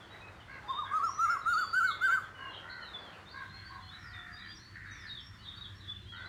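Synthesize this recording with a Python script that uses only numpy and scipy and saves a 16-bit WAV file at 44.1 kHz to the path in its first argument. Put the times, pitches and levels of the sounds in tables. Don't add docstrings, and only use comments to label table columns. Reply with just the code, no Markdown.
import sys
import numpy as np
from scipy import signal
from scipy.fft import rfft, irfft
from scipy.io import wavfile

SR = 44100
rng = np.random.default_rng(int(sys.argv[2]) if len(sys.argv) > 2 else 0)


def output_pcm(signal):
    pcm = np.clip(np.atleast_2d(signal).T, -1, 1) * 32767
    wavfile.write(sys.argv[1], SR, np.round(pcm).astype(np.int16))


N = 276948


def from_db(db):
    return 10 ** (np.asarray(db) / 20)


def rms_one(x):
    return x / np.sqrt(np.mean(x ** 2) + 1e-20)


def resonance(x, hz, width_hz):
    radius = np.exp(-np.pi * width_hz / SR)
    zeros = (1 - radius ** 2) / 2 * np.array([1, 0, -1])
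    poles = [1, -2 * radius * np.cos(2 * np.pi * hz / SR), radius ** 2]
    return signal.lfilter(zeros, poles, x)


def drift(rate, size=N):
    r = np.exp(-2 * np.pi * rate / SR)
    warm_up = 8000
    noise = rng.standard_normal(size + warm_up)
    return rms_one(signal.lfilter([1], [1, -2 * r, r * r], noise)[warm_up:])


def band(low_hz, high_hz):
    sos = signal.butter(3, [low_hz, high_hz], "band", fs=SR, output="sos")
    return rms_one(signal.sosfilt(sos, rng.standard_normal(N)))


def add(out, start_s, x):
    i = max(round(start_s * SR), 0)
    out[i:i + len(x)] += x[:N - i]


def swell(length_s, rise_s, fall_s):
    t = np.arange(round(length_s * SR)) / SR
    ramp = np.minimum(t / rise_s, (length_s - t) / fall_s)
    return np.sin(np.pi / 2 * np.clip(ramp, 0, 1)) ** 2


def glide(length_s, first_hz, middle_hz, last_hz):
    u = np.linspace(0, 1, round(length_s * SR))
    return 2 * (u - .5) * (u - 1) * first_hz + 4 * u * (1 - u) * middle_hz + 2 * u * (u - .5) * last_hz


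def turns(hz):
    return 2 * np.pi * np.cumsum(hz) / SR


def background():
    # frequency in Hz, relative level in dB per Hz.
    air_points = np.array([(200, -6.5), (480, -23), (900, -26), (2700, -24), (5000, -29.5), (9000, -39.5),
                           (16900, -51.5)])
    # time in seconds, wash level in dB, rumble level in dB.
    far_noise = np.array([(0, -56.5, -60.5), (3.298, -55, -63), (3.5, -64.5, -57.5), (6.1, -106, -55.5),
                          (6.2, -57, -60)])
    air_db = -62

    hz = np.maximum(np.fft.rfftfreq(N, 1 / SR), 1)
    shape_db = np.interp(np.log(hz), np.log(air_points[:, 0]), air_points[:, 1])
    shape = from_db(shape_db) * (hz > 120)
    air = rms_one(irfft(rfft(rng.standard_normal(N)) * shape, N))
    air = from_db(air_db + 0.74 * drift(12.0)) * air

    t = np.arange(N) / SR
    wash_db = np.interp(t, far_noise[:, 0], far_noise[:, 1])
    rumble_db = np.interp(t, far_noise[:, 0], far_noise[:, 2])
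    wash = from_db(wash_db + 2 * drift(6.3)) * band(313, 1780)

    hum = rms_one(resonance(rng.standard_normal(N), 96.8, 4.8))
    octave = rms_one(resonance(rng.standard_normal(N), 194, 11))
    hum = hum + from_db(-11.5) * octave
    rumble = from_db(rumble_db + drift(1.0)) * (band(43, 119.6) + hum)
    return air + wash + rumble


def far_chorus(count=8):
    # centre in Hz, width in Hz, level in dB (the steady sum of strands has an rms 3 dB lower).
    chorus = [(335, 51.5, -71.5), (1500, 964, -59)]
    flicker_db = 4.5
    out = np.zeros(N)
    for hz, width, db in chorus:
        for place in np.linspace(-.5, .5, count):
            strand = rms_one(resonance(rng.standard_normal(N), hz + width * place, width / count))
            out += from_db(db + flicker_db * drift(4.7)) * strand / np.sqrt(2 * count)
    return out


def scooped(length_s, hz, drop=0):
    scoop_share, scoop_s = 0.0434, 0.016
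    hook_late = 2.8
    u = np.linspace(0, 1, round(length_s * SR))
    scoop = 1 - scoop_share * np.exp(-u * length_s / scoop_s)
    return hz * scoop * (1 - drop * u ** hook_late)


def slurred(length_s, first_hz, last_hz):
    halfway = .63
    return glide(length_s, first_hz, first_hz + halfway * (last_hz - first_hz), last_hz)


def small_birds():
    # start in seconds, length in seconds, pitch in Hz, level in dB.
    held = [(0.094, 0.13, 3883, -65), (.21, 0.092, 2558, -59), (.63, 0.049, 841.5, -53),
            (0.678, 0.13, 3682, -50.5), (1.291, 0.049, 5430, -56.5), (3.624, 0.063, 1560, -53),
            (2.547, 0.056, 3150, -60), (3.826, 0.15, 3050, -69), (6.135, 0.094, 4320, -68),
            (3.255, 0.046, 3690, -54.5), (3.489, 0.13, 4230, -59.5), (3.639, 0.087, 4570, -58.5),
            (3.815, 0.089, 4230, -60), (4.311, 0.072, 4810, -62.5), (4.449, 0.1, 4760, -60.5),
            (4.585, 0.049, 5960, -68), (4.609, 0.098, 4460, -61.5), (4.855, 0.11, 3790, -65),
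            (4.94, 0.093, 3560, -63.5), (5.198, 0.11, 5490, -66.5), (5.412, 0.074, 3940, -63),
            (5.55, 0.05, 4530, -62), (5.745, 0.053, 5583, -66), (5.87, 0.11, 3500, -50.5),
            (6.249, 0.045, 4090, -53.5)]
    # start in seconds, length in seconds, top pitch in Hz, level in dB.
    hooks = [(0.816, 0.061, 3822, -51), (2.486, 0.073, 4200, -64), (2.803, 0.057, 3150, -56),
             (5.089, 0.12, 3810, -49.5), (5.466, 0.059, 3750, -48.5), (5.57, 0.099, 3840, -50.5),
             (6.082, 0.085, 3373, -54)]
    # start in seconds, length in seconds, first pitch in Hz, last pitch in Hz, level in dB.
    slurs = [(0, 0.065, 3610, 2970, -63.5), (.385, 0.049, 3400, 2800, -64), (5.062, 0.044, 4350, 3910, -57),
             (1.409, 0.28, 3935, 3388, -62.5), (1.819, 0.25, 2240, 2085, -59),
             (1.947, 0.18, 3403, 3654, -57), (2.343, .19, 2994, 2787, -55), (4.697, 0.04, 3800, 2600, -76),
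             (2.927, 0.06, 3605, 3400, -51.5), (3.032, 0.07, 3540, 3060, -61.5),
             (3.322, 0.11, 4490, 3475, -66.5), (3.501, 0.89, 786, 707.7, -73.5),
             (3.875, 0.1, 3220, 4086, -56), (4.128, 0.088, 3730, 3490, -54.5),
             (4.349, 0.14, 3580, 4090, -60.5), (4.38, 0.088, 4400, 2940, -62),
             (4.486, 0.051, 3000, 3740, -57), (4.541, 0.051, 6150, 5130, -64),
             (4.583, 0.042, 3940, 4360, -59), (6.053, 0.043, 2990, 3330, -58),
             (5.379, 0.054, 2760, 3150, -62), (6.152, 0.1, 3970, 3280, -59.5)]
    # start in seconds, length in seconds, first pitch in Hz, last pitch in Hz, level in dB.
    buzzes = [(1.861, 0.078, 4460, 3406, -52), (2.5, 0.119, 3200, 2950, -58),
              (2.215, 0.051, 3500, 3150, -60.5), (5.335, 0.041, 5450, 5050, -66.5),
              (2.688, 0.067, 4060, 4240, -52), (3.118, 0.052, 2880, 2500, -59.5),
              (3.28, 0.063, 3900, 4500, -60), (5.439, 0.044, 3300, 3600, -55),
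              (5.794, 0.092, 4020, 3320, -58.5)]
    # start in seconds, length in seconds, first, middle and last pitch in Hz,
    # level in dB, typical trills per second, pitch swing either way in Hz.
    trills = [(1.034, 0.24, 5040, 5877, 5510, -56.5, 52, 59.7),
              (1.523, 0.23, 4470, 4555, 4586, -52.5, 100, 60.5),
              (2.808, 0.12, 4360, 3910, 3580, -55, 49, 90), (3.984, .16, 5500, 5060, 3880, -66.5, 33, 203),
              (4.903, 0.24, 6120, 5184, 3860, -63, 42, 194)]
    hook_drop = .21
    buzz_per_s, buzz_swing_hz = 110, 231

    notes = [(start, scooped(length, hz), db, 0, 0) for start, length, hz, db in held]
    notes += [(start, scooped(length, hz, hook_drop), db, 0, 0) for start, length, hz, db in hooks]
    notes += [(start, slurred(length, first, last), db, 0, 0) for start, length, first, last, db in slurs]
    notes += [(start, slurred(length, first, last), db, buzz_per_s, buzz_swing_hz)
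              for start, length, first, last, db in buzzes]
    notes += [(start, glide(*shape), db, rate, swing) for start, *shape, db, rate, swing in trills]

    out = np.zeros(N)
    for start, hz, db, rate, swing in notes:
        beat = np.sin(turns(rate * from_db(1.89 * drift(25, len(hz)))))
        waver_hz = .004 * hz * drift(80, len(hz))
        tone = np.sin(turns(hz + swing * beat + waver_hz)) * (1 + .3 * beat)
        add(out, start, np.sqrt(2) * from_db(db) * swell(len(hz) / SR, .014, .018) * tone)
    flutter_db = 3.15 * drift(27)
    return out * from_db(flutter_db)


def chatter(count=160):
    out = np.zeros(N)
    for when, long, pitch, bend, loud in rng.random((count, 5)):
        length, hz = 0.022 + 0.056 * long, 3100 + 1800 * pitch
        middle_hz, last_hz = hz * (.9 + 0.092 * bend), hz * (0.589 + 0.315 * bend)
        tone = np.sin(turns(glide(length, hz, middle_hz, last_hz)))
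        add(out, when * N / SR, from_db(-67.0 + 6.9 * loud) * swell(length, 0.016, 0.023) * tone)
    return out


def crows():
    # start in seconds, length in seconds, voice name, throat resonance in Hz, level in dB.
    caws = [(0.468, 0.14, "high", 1800, -50), (0.834, 0.13, "high", 1520, -47),
            (1.227, 0.17, "high", 1790, -48.5), (2.07, 0.1, "high", 1650, -42.5),
            (2.373, 0.15, "high", 1350, -47.5), (2.614, 0.25, "low", 1635, -48.5),
            (3.317, 0.15, "high", 1500, -47), (3.495, 0.21, "high", 1880, -58),
            (3.684, 0.11, "high", 1130, -48.5), (3.896, .48, "hoarse", 1806, -53),
            (4.363, 0.14, "hoarse", 1930, -53), (4.729, 0.17, "rasping", 1880, -51),
            (4.856, 0.25, "rasping", 1980, -51.5), (6.108, 0.23, "low", 1690, -49.5)]
    voices = {"high": (552, .22, 680), "low": (515, .2, 500), "hoarse": (485, .4, 520),
              "rasping": (392, .5, 350)}
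    growl_per_s = 76
    out = np.zeros(N)
    for start, length, crow, throat, db in caws:
        pitch, hoarse, width_hz = voices[crow]
        hz = glide(length, .89 * pitch, pitch, .87 * pitch)
        size = len(hz)
        growl_db = rng.normal(0, .7) + 3.5 * hoarse * drift(25, size)
        growl = turns(growl_per_s * from_db(growl_db))
        voice = np.zeros(size)
        for k in range(2, 8):
            phase = turns(hz) + .3 * np.cos(growl) + .5 * hoarse * drift(110, size)
            formant = np.exp(-((k * pitch - throat) / width_hz) ** 2)
            voice += formant * from_db(6 * hoarse * drift(10, size)) * np.sin(k * phase)
        rough = rms_one(voice * (1 + .8 * np.sin(growl)))
        add(out, start, from_db(db) * swell(length, .035, .035) * rough)
    return out


def near_bird():
    # start in seconds, first climb in seconds,
    # second climb in seconds, first top in Hz, second top in Hz, level in dB before the shaping below.
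    song = [(0.672, 0.038, 0.0522, 1077, 1231, -31), (0.901, 0.069, 0.043, 1283, 1352, -27),
            (1.17, 0.072, 0.041, 1369, 1422, -26), (1.445, 0.072, 0.046, 1437, 1483, -25.5),
            (1.720, 0.065, 0.033, 1531, 1524, -25), (2.003, 0.056, 0.046, 1562, 1561, -25)]
    # frequency in Hz, width of one pass in Hz, gain in dB.
    beak = [(3050, 710, -22.5), (4720, 890, -30), (6750, 1600, -33), (9480, 880, -38), (12760, 4400, -47)]
    # frequency in Hz, share lost.
    thin = [(1170, .9), (1455, .6)]
    thin_width_hz = 65
    dip_s, second_hump_s = .032, .105
    dip_pitch, start_pitch, end_pitch = .865, .74, .71
    full_voice_db, dip_db, dip_deepens = -24.5, -0.5, 2.4
    attack_s, slow_start = 0.027, 1.8
    overtone_effort = 1.6
    overtone_waver = .015

    tone, overtones = np.zeros(N), np.zeros(N)
    for start, climb, climb2, top, top2, db in song:
        lengths = (climb, dip_s, climb2, second_hump_s - climb2)
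        ramps = [np.linspace(0, 1, round(s * SR), endpoint=False) for s in lengths]
        down, up = (.5 - .5 * np.cos(np.pi * u) for u in ramps[1:3])
        low = dip_pitch * top
        hz = np.concatenate([
            top * (start_pitch + (1 - start_pitch) * np.sin(np.pi / 2 * ramps[0] ** 0.72)),
            top + (low - top) * down,
            low + (top2 - low) * up,
            top2 * (1 - (1 - end_pitch) * ramps[3] ** 1.7)])

        short_db = max(full_voice_db - db, 0)
        note_dip_db = dip_db - dip_deepens * short_db
        level_db = db + np.concatenate([
            -slow_start * short_db * (1 - ramps[0]),
            note_dip_db * down,
            note_dip_db * (1 - up),
            -8 * ramps[3]])
        gain = np.sqrt(2) * from_db(level_db) * swell(len(hz) / SR, attack_s, 0.0091)

        phase = turns(hz)
        stack = np.zeros(len(hz))
        for k in range(2, 11):
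            partial = np.sin(k * (phase + overtone_waver * k * drift(90, len(hz))))
            strength = 0.5 + 0.79 * (k % 2)
            stack += partial * strength * (1 + 0.13 * k * drift(300, len(hz)))
        effort = from_db(overtone_effort * (level_db - full_voice_db))
        add(tone, start, gain * np.sin(phase))
        add(overtones, start, gain * effort * stack)

    coloured = sum(from_db(db) * resonance(resonance(overtones, hz, width), hz, width)
                   for hz, width, db in beak)
    thinned = tone - sum(share * resonance(tone, hz, thin_width_hz) for hz, share in thin)
    return thinned, coloured


def trees(x, t60_s):
    t = np.arange(SR) / SR
    echoes = rng.standard_normal(SR) * from_db(-60 * t / t60_s) * np.clip(t / 0.0031, 0, 1)
    return signal.fftconvolve(x, echoes / np.sqrt(np.sum(echoes ** 2)))[:N]


def scene():
    near_echo_db, far_echo_db = -10, -2
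    small, caws = small_birds(), crows()
    near, overtones = near_bird()
    to_trees = from_db(near_echo_db) * near + from_db(far_echo_db) * caws + chatter()
    wet = trees(to_trees, 0.52)

    small_echo_db = far_echo_db + 1.5 + 3.28 * drift(76)
    high_overtones = overtones - resonance(overtones, 3500, 2600)
    to_leaves = from_db(small_echo_db) * small + from_db(2.5) * high_overtones
    wet += trees(to_leaves, 0.35)
    return (background() + far_chorus() + small + caws + near + overtones + wet)[None]


def record(dry):
    cutoff_hz = 17100
    return signal.sosfilt(signal.ellip(12, .5, 80, cutoff_hz, fs=SR, output="sos"), dry)


dry = scene()
out = record(dry)
output_pcm(out)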